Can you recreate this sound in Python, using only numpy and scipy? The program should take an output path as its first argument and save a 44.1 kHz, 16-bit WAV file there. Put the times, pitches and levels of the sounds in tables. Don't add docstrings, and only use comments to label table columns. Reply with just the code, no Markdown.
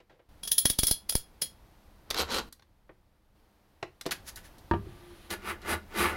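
import sys
import numpy as np
from scipy import signal
from scipy.fft import irfft
from scipy.io import wavfile
from scipy.ndimage import uniform_filter1d

SR = 44100
rng = np.random.default_rng(int(sys.argv[2]) if len(sys.argv) > 2 else 0)


def dump_mix(stems):
    frames = np.atleast_2d(stems).T
    limited = np.clip(frames, -1, 1)
    pcm = np.round(limited * 32767).astype(np.int16)
    wavfile.write(sys.argv[1], SR, pcm)


N = 271656
HZ = np.fft.rfftfreq(8192, 1 / SR)
LEAD_S = .02

# frequency in Hz, level in dB.
CLICK_SPECTRUM = [(80, -14), (400, -9), (1400, -5), (2500, -10.5), (4100, 4.5), (5500, -1.5), (8000, -6.5),
                  (12000, -3.5), (16000, -15.5)]
# frequency in Hz, level in dB.
SOLE_SPECTRUM = [(29, -43), (50, -2), (81, 2.5), (138, -14), (218, 3), (284, -7.5), (345, 1), (461, -2),
                 (842, -6), (1430, -5.5), (1620, -3), (2060, -7), (5400, -17.5), (10900, -12.5),
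                 (16000, -33)]


def gain_of(db):
    return 10 ** (np.asarray(db) / 20)


def unit_rms(x):
    return x / np.sqrt(np.mean(x ** 2) + 1e-20)


def curve_at(points, hz=HZ):
    f, value = np.transpose(points)
    return np.interp(np.log(hz + 1), np.log(f + 1), value)


def resonance_db(peaks):
    return sum(db / (1 + (2 * (HZ - hz) / width) ** 2) for hz, width, db in peaks)


def add(mix, s, sound):
    start = round(s * SR)
    sound = sound[max(-start, 0):]
    part = mix[max(start, 0):][:len(sound)]
    part += sound[:len(part)]


def coloured(x, gain):
    log_gain = np.log(np.maximum(gain / gain.max(), 1e-5))
    mirrored = np.concatenate([log_gain, log_gain[-2:0:-1]])
    response = np.exp(np.conj(signal.hilbert(mirrored)))
    taps = irfft(response[:len(HZ)])[:len(HZ)]
    return signal.oaconvolve(x, taps / np.linalg.norm(taps))[:len(x)]


def three_bands(low_hz, high_hz, order=8):
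    low, high = 1 / (1 + (HZ / low_hz) ** order), 1 / (1 + (HZ / high_hz) ** order)
    return np.sqrt([low, np.abs(high - low), 1 - high])


def band_noise(low_hz, high_hz, length):
    bandpass = signal.butter(2, [low_hz, high_hz], "band", fs=SR)
    return unit_rms(signal.lfilter(*bandpass, rng.standard_normal(length)))


def background():
    # start in seconds, air level in dB, rumble level in dB.
    levels = [(0, -76, -71), (.288, -64.5, -58), (2.1, -58.5, -50), (2.492, -74, -65.5),
              (3.35, -69.5, -66.5), (4.11, -60, -54), (4.712, -60.5, -55)]
    # frequency in Hz, level in dB.
    spectrum = [(12, -34.5), (20, 3.5), (101, -7.5), (158, -15), (210, -9), (262, -19), (293, -12),
                (388, -17.5), (873, -18), (1190, -22.5), (4670, -34.5), (7520, -42), (12800, -38),
                (16000, -44.5)]
    starts, air, rumble = np.transpose(levels)
    hiss = air - 7.5
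    section = np.searchsorted(starts[1:], np.arange(N) / SR)
    colour, out = gain_of(curve_at(spectrum)), np.zeros(N)
    for db, band in zip([rumble, air, hiss], three_bands(220, 3500)):
        envelope = gain_of(uniform_filter1d(db[section], size=200))
        out += envelope * coloured(rng.standard_normal(N), colour * band)
    return out


def ring(modes, t, shade, scatter_db, detune):
    hz, db, t60 = np.transpose(modes)[:, :, None]
    phase, strength, shift = rng.uniform(-1, 1, (3, len(modes), 1))
    amplitude = gain_of(db + scatter_db * strength) * np.interp(hz, HZ, shade)
    cycles = hz * (1 + detune * shift) * t + phase
    waves = amplitude * gain_of(-60 * t / t60) * np.sin(2 * np.pi * cycles)
    return waves.sum(0) / np.sqrt(np.sum(gain_of(db) ** 2) / 2)


def impact(spectrum, modes, shade, fall_s, ring_db, rise_s, detune, scatter_db=0):
    t = np.arange(-LEAD_S, .36, 1 / SR)
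    envelope = np.exp(-np.abs(t) / np.where(t < 0, rise_s, fall_s))
    crunch = coloured(envelope * rng.standard_normal(len(t)), gain_of(curve_at(spectrum)) * shade)
    crunch *= np.linalg.norm(envelope) / np.linalg.norm(crunch)
    after = np.maximum(t, 0)
    onset = 1 - np.exp(-after / 0.00069)
    return crunch + gain_of(ring_db) * onset * ring(modes, after, shade, scatter_db, detune)


def impacts(rows, spectrum, modes, ring_db, rise_s, detune):
    out = np.zeros(N)
    for s, db, bass_db, treble_db, fall_s in rows:
        shade = gain_of(curve_at([(350, bass_db), (1000, 0.0046), (2000, 0), (8000, treble_db)]))
        add(out, s - LEAD_S, gain_of(db) * impact(spectrum, modes, shade, fall_s, ring_db, rise_s, detune))
    return out


def bench_knocks():
    # time in seconds, level, bass and treble in dB, decay time in seconds.
    knocks = [(.002, -54.5, 8, -7, 0.01), (.097, -56.5, 14.5, -8, 0.042), (.194, -56.5, 8, -17, 0.015),
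              (2.8935, -47, 12.5, -36, 0.0099), (3.8282, -28, 6.5, -7, 0.0061), (4.057, -34, 7, -4, 0.0026),
              (4.0625, -27.5, 13, 7, 0.0084), (4.091, -40, -3, -17, 0.0054), (4.868, -52, 25.5, -14, .0027)]
    # frequency in Hz, level in dB.
    spectrum = [(60, -10.5), (150, -2), (240, -11.5), (360, -4), (480, 8.5), (650, 2.5), (950, 5),
                (1300, 0.5), (1650, -1), (2100, -1.5), (4000, -4.5), (7000, -15.5), (15000, -32)]
    # frequency in Hz, level in dB, T60 in seconds.
    wood_modes = [(317, 0, 0.113), (363.3, 2, 0.14), (653, -4, 0.17), (950, -20, 0.065), (1260, -29, 0.046),
                  (1960, 1.5, 0.044), (2300, -26, 0.054), (3020, -37, .06)]
    return impacts(knocks, spectrum, wood_modes, ring_db=-16, rise_s=0.00064, detune=0.03)


def clamp_rattle():
    # time in seconds, level in dB, decay time in seconds, tilt in dB per octave, ring in dB.
    catches = [(0.4347, -28.5, 0.0016, -3, -5.5), (0.4528, -37, .008, -2.5, -15.5),
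               (0.4761, -24, 0.0066, -0.3, -14.5), (.518, -9, 0.003, 2.1, -14.5),
               (0.5824, -9, 0.0044, 1.5, -9.5), (0.656, -10.5, .0046, -1.5, -9),
               (0.7004, -14, 0.0064, 0.5, -16), (0.7889, -14, 0.0054, -0.5, -5.5),
               (0.8337, -14, 0.0064, 0.5, -8.5), (0.87, -13, 0.0041, 2, -6.5),
               (0.882, -23.5, 0.012, -1.5, -11.5), (.912, -13.5, 0.005, 0, -8),
               (1.096, -14, 0.0027, 0, -12), (1.1247, -26, 0.0042, -2, -9),
               (1.154, -13, 0.0028, -1.5, -12.5), (1.4196, -18, 0.0078, -1, -8)]
    # frequency in Hz, level in dB.
    spectrum = [(150, -13.5), (400, -13), (700, -13.5), (1100, -18), (1900, -12.5), (2600, -14.5),
                (3400, -3.5), (4200, -9.5), (5000, 0), (7700, -14), (9300, -4.5), (10300, 6), (11500, -5),
                (16000, -10.5)]
    # frequency in Hz, level in dB, T60 in seconds.
    steel_modes = [(3320, -6.5, 0.17), (3365, -2, 0.078), (3680, -17, 0.086), (4205, -8.5, .13),
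                   (4310, -15, 0.17), (5150, -9, 0.04), (5290, -5, 0.058), (5295, -17.5, 0.084),
                   (5955, -15, 0.084), (6930, -14, 0.16), (7280, -17.5, 0.15), (8980, -4, 0.056),
                   (9760, -19, .13), (10000, -6.5, 0.11), (10170, 2.5, 0.098), (10630, -7, 0.14),
                   (9800, -13.5, 0.22), (12110, -4, 0.1), (11980, -18, 0.1315), (15720, -12.5, 0.16)]
    # frequency in Hz, width in Hz, change from first catch to last in dB.
    travel_peaks = [(3350, 500, -7.5), (5000, 450, 5), (6000, 990, -8.5)]
    chatter_delay_s, chatter_fall_s, chatter_db, chatter_db_per_octave = 0.0088, .006, -11, 2.5
    contact = dict(rise_s=.0015, detune=0.011, scatter_db=5)
    octaves = np.log2(np.maximum(HZ, 1000) / 7000)
    travel_db, out = resonance_db(travel_peaks), np.zeros(N)
    for place, (s, db, fall_s, tilt, ring_db) in zip(np.linspace(-.5, .5, len(catches)), catches):
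        shade = gain_of(tilt * octaves + place * travel_db)
        catch = impact(spectrum, steel_modes, shade, fall_s, ring_db, **contact)
        brighter = shade * gain_of(chatter_db_per_octave * octaves)
        chatter = impact(spectrum, steel_modes, brighter, chatter_fall_s, ring_db, **contact)
        add(out, s - LEAD_S, gain_of(db) * catch)
        add(out, s - LEAD_S + chatter_delay_s, gain_of(db + chatter_db) * chatter)
    return gain_of(-4.5) * out


def overload_thumps(bass_cut_hz=42, treble_cut_hz=1560):
    # start in seconds, signed offset, relaxation time in seconds.
    overloads = [(0.6554, -0.23, 0.001), (0.654, -0.0094, 0.0068), (0.7026, 0.064, .011),
                 (0.7899, -0.13, .011), (0.8338, 0.12, 0.013), (.9128, -0.11, 0.0093),
                 (1.1543, -0.18, 0.02)]
    out, t = np.zeros(N), np.arange(SR // 4) / SR
    for s, offset, relax_s in overloads:
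        add(out, s, offset * np.exp(-t / relax_s))
    out = signal.lfilter(*signal.butter(1, treble_cut_hz, fs=SR), out)
    return signal.lfilter(*signal.butter(1, bass_cut_hz, "high", fs=SR), out)


def tool_clicks():
    # time in seconds, level, bass and treble in dB, decay time in seconds.
    clicks = [(2.104, -26.5, -3, -4, 0.0034), (2.1097, -22, 2.5, -11.5, 0.003),
              (2.1455, -24.5, 6, -15, 0.0014), (2.526, -42, 6, 6, .0048), (2.596, -54, -10, -25, 0.0028),
              (2.623, -55.5, -8, -21, 0.0054), (4.012, -34.5, 0, -6.5, 0.0039),
              (4.0635, -35.5, -6, -2, 0.0035), (4.110, -28.5, -17, -10.5, 0.0098),
              (4.359, -41, -11, 14, 0.0089), (4.583, -55.5, -11, 1, 0.011), (5.304, -35, -6, -10, .009),
              (5.618, -51.5, 0, -12, .014)]
    # frequency in Hz, level in dB, T60 in seconds.
    jaw_modes = [(1500, -15, 0.067), (1966, -5.5, 0.073), (3070, -8, .04), (3930, 6, 0.029),
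                 (4030, -1, 0.017), (4520, -17.5, 0.042), (7490, -40, 0.07), (12700, -11, .03)]
    return impacts(clicks, CLICK_SPECTRUM, jaw_modes, ring_db=-12, rise_s=0.0005, detune=0.067)


def stroke_envelopes(strokes, bite, dulling_db_per_s, fizz_db):
    t, bands = np.arange(N) / SR, np.zeros((3, N))
    flank_shape = 1.17
    for s, db, swell, hold, release, treble_db in strokes:
        away = np.maximum((s - t) / swell, 0) + np.maximum((t - s - hold) / release, 0)
        near = away < 8
        force = np.exp(-away[near] ** flank_shape)
        rasp = force ** bite * gain_of(treble_db - dulling_db_per_s * np.maximum(t[near] - s, 0))
        fizz = rasp * force ** max(bite - 1, 0) * gain_of(fizz_db)
        bands[:, near] += gain_of(db) * np.array([force, rasp, fizz])
    return bands


def friction(envelopes, spectrum, peaks, slips_per_s, spread_db, hiss, judder_db, judder_hz):
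    sizes = gain_of(spread_db * np.minimum(rng.exponential(1, N), 4)) * rng.choice([-1, 1], N)
    slips = unit_rms(sizes * (rng.random(N) < slips_per_s / SR))
    judder = band_noise(judder_hz / 4, judder_hz, N)
    drive = unit_rms((slips + hiss * rng.standard_normal(N)) * gain_of(judder_db * judder))
    body = gain_of(curve_at(spectrum) + resonance_db(peaks))
    bands = three_bands(3000, 8000)
    return sum(coloured(drive * envelope, body * band) for envelope, band in zip(envelopes, bands))


def jaw_scrape():
    # full force at a time in seconds, level in dB, swell, hold, release in seconds, treble in dB.
    strokes = [(2.187, -33, 0.035, 0.035, 0.013, 4), (2.322, -34, 0.032, 0.069, 0.017, 2)]
    # frequency in Hz, level in dB.
    spectrum = [(29, -25.5), (50, -4), (141, -22), (184, -4), (277, -5.5), (461, -2), (729, -9), (927, 0),
                (1780, -6.5), (3670, -9), (4040, -7), (7570, -10.5), (12900, -28.5), (16000, -41)]
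    # frequency in Hz, width in Hz, lift in dB.
    peaks = [(78, 36, 12), (457, 420, 7.5), (780, 110, 6.5), (1415, 340, 5), (3194, 126, 5),
             (4020, 243, 8.5), (4510, 190, 4), (12800, 300, 14.5)]
    envelopes = stroke_envelopes(strokes, bite=1.92, dulling_db_per_s=30, fizz_db=-6.5)
    scrape = friction(envelopes, spectrum, peaks, slips_per_s=1800, spread_db=0.5,
                      hiss=0.18, judder_db=2, judder_hz=260)
    return scrape + burr_grit(rasp=envelopes[1])


def burr_grit(rasp, catches_per_s=110, fall_s=0.0011, level_db=2.5):
    catches = (rng.random(N) < catches_per_s / SR) * rng.uniform(.5, 1, N)
    envelope = signal.lfilter([1], [1, -np.exp(-1 / (fall_s * SR))], catches)
    bursts = rasp * envelope * rng.standard_normal(N)
    return gain_of(level_db) * coloured(bursts, gain_of(curve_at(CLICK_SPECTRUM)))


def jaw_squeak(s, hz, width_s, level_db):
    t = np.arange(N) / SR - s
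    return gain_of(level_db) * np.exp(-(t / width_s) ** 2) * np.sin(2 * np.pi * hz * t)


def brushing():
    # full force at a time in seconds, level in dB, swell, hold, release in seconds, treble in dB.
    strokes = [(4.118, -33.5, 0.0036, 0.0054, 0.0087, 1.5), (4.28, -49.5, 0.012, 0.014, 0.01, 8),
               (4.372, -51.5, 0.0091, 0.0038, 0.018, 3), (4.453, -58, 0.017, 0.0064, 0.025, 3)]
    # frequency in Hz, level in dB.
    spectrum = [(120, -33), (200, 1), (316, -19), (635, -8.5), (1300, -4.5), (1770, 2), (2290, -4.5),
                (9930, 6.5), (16000, -11)]
    envelopes = stroke_envelopes(strokes, bite=1.09, dulling_db_per_s=25, fizz_db=0.5)
    return friction(envelopes, spectrum, [], slips_per_s=7000, spread_db=3.5,
                    hiss=1.04, judder_db=-0.2, judder_hz=202)


def plane_landing():
    # time in seconds, level, bass and treble in dB, decay time in seconds.
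    contacts = [(4.712, -22.5, 4, -14, 0.0038), (4.7355, -25.5, 12.5, -19.5, 0.011)]
    # frequency in Hz, level in dB.
    spectrum = [(50, -34), (200, -8), (350, 7), (550, -6), (950, 8), (1800, -10.5), (2800, -6.5),
                (7000, -24), (15000, -36)]
    # frequency in Hz, level in dB, T60 in seconds.
    modes = [(79.6, 2, 0.33), (191.5, -4, 0.11), (342, 4, 0.09), (396, -18.5, 0.43), (623, -8, 0.15),
             (850, -18, 0.092), (932, 4, 0.11), (1186, -1.5, 0.12), (1390, -25, .1), (1630, 1.5, 0.045),
             (1820, -0.5, 0.037), (2853, -21, 0.17)]
    toe = impacts(contacts[:1], spectrum, modes, ring_db=0.5, rise_s=0.00022, detune=0)
    heel = impacts(contacts[1:], spectrum, modes, ring_db=-4.5, rise_s=0.00046, detune=0.013)
    return toe + heel


def bench_thud(s, hz, fall_s, level_db):
    t, out = np.arange(SR) / SR, np.zeros(N)
    envelope = (1 - np.exp(-t / 0.0051)) * np.exp(-t / fall_s)
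    add(out, s, gain_of(level_db) * envelope * band_noise(hz - 35, hz + 35, SR))
    return out


def plane_glide():
    # full force at a time in seconds, level in dB, swell, hold, release in seconds, treble in dB.
    strokes = [(4.88, -57, 0.067, 0.386, 0.023, -11)]
    # frequency in Hz, width in Hz, lift in dB.
    peaks = [(348.7, 18, 26.5), (1193, 46, 13), (3650, 1600, 7.5), (9700, 780, 10)]
    envelopes = stroke_envelopes(strokes, bite=0.86, dulling_db_per_s=-17.5, fizz_db=-1.5)
    return friction(envelopes, SOLE_SPECTRUM, peaks, slips_per_s=6800, spread_db=2.5,
                    hiss=1.5, judder_db=0, judder_hz=60)


def plane_pushes():
    # full force at a time in seconds, level in dB, swell, hold, release in seconds, treble in dB.
    strokes = [(5.312, -37.5, 0.0088, 0.022, 0.02, -1), (5.49, -37.5, 0.045, 0.012, 0.033, -4.5),
               (5.703, -29.5, 0.035, .032, 0.024, -6), (5.992, -29, 0.033, 0.04, 0.11, -3.5)]
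    # frequency in Hz, width in Hz, lift in dB.
    peaks = [(83.5, 34, 9.5), (191.3, 26, 8.5), (357, 110, 12), (621, 22, 9), (865, 125, 11),
             (1183, 78, 12), (1440, 150, 11.5), (1010, 27, -4), (1602, 46, -33), (1710, 180, 6),
             (2074, 200, 8.5), (2460, 58, 5), (2850, 50, 8), (3880, 43, 8), (4890, 96, 8),
             (11200, 2300, -4)]
    envelopes = stroke_envelopes(strokes, bite=1.33, dulling_db_per_s=57, fizz_db=0)
    return friction(envelopes, SOLE_SPECTRUM, peaks, slips_per_s=4500, spread_db=3,
                    hiss=0.56, judder_db=0.1, judder_hz=310)


def blade_cuts():
    # full force at a time in seconds, level in dB, swell, hold, release in seconds, treble in dB.
    strokes = [(5.485, -38.5, 0.028, 0.027, .015, -22), (6.01, -33.5, 0.033, 0.083, 0.02, -19)]
    # frequency in Hz, level in dB.
    spectrum = [(200, -29), (700, -10.5), (1200, 4.5), (1600, -5.5), (2200, -1), (2800, -5.5),
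                (3800, -19.5), (8000, -30)]
    envelopes = stroke_envelopes(strokes, bite=0.55, dulling_db_per_s=15, fizz_db=3)
    return friction(envelopes, spectrum, [], slips_per_s=900, spread_db=2,
                    hiss=0.13, judder_db=1.5, judder_hz=277)


def shop_reverb(x, wet_db, gap_s, echoes_per_s=4000):
    # frequency in Hz, T60 in seconds.
    decay_times = [(100, 0.53), (500, 0.18), (2000, 0.22), (6000, 0.19), (15000, 0.17)]
    t = np.arange(SR // 2) / SR
    echoes = rng.choice([-1., 1.], len(t)) * (rng.random(len(t)) < echoes_per_s / SR) * (t > gap_s)
    hz, age, frames = signal.stft(echoes, SR, nperseg=256)
    decay = gain_of(-60 * age / curve_at(decay_times, hz)[:, None])
    tail = signal.istft(frames * decay, SR, nperseg=256)[1]
    return x + gain_of(wet_db) * signal.oaconvolve(x, tail / np.linalg.norm(tail))[:N]


def scene():
    rattle = clamp_rattle()
    knocks = bench_knocks() + tool_clicks()
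    landing = plane_landing()
    thud = bench_thud(s=4.712, hz=97, fall_s=0.11, level_db=-36)
    scrape = jaw_scrape() + jaw_squeak(s=2.216, hz=12700, width_s=0.01, level_db=-40)
    rubbing = scrape + brushing() + plane_glide() + plane_pushes() + blade_cuts()
    mix = shop_reverb(rattle, wet_db=-8.5, gap_s=0.002)
    mix += shop_reverb(knocks, wet_db=-10.5, gap_s=0.0034)
    mix += shop_reverb(landing + rubbing, wet_db=-11, gap_s=0.0029)
    return (mix + thud + overload_thumps() + background())[None]


def record(dry):
    lowpass = signal.firwin(301, 16050, window=("kaiser", 8), fs=SR)
    return signal.oaconvolve(dry, lowpass[None], "same")


dry = scene()
out = record(dry)
dump_mix(out)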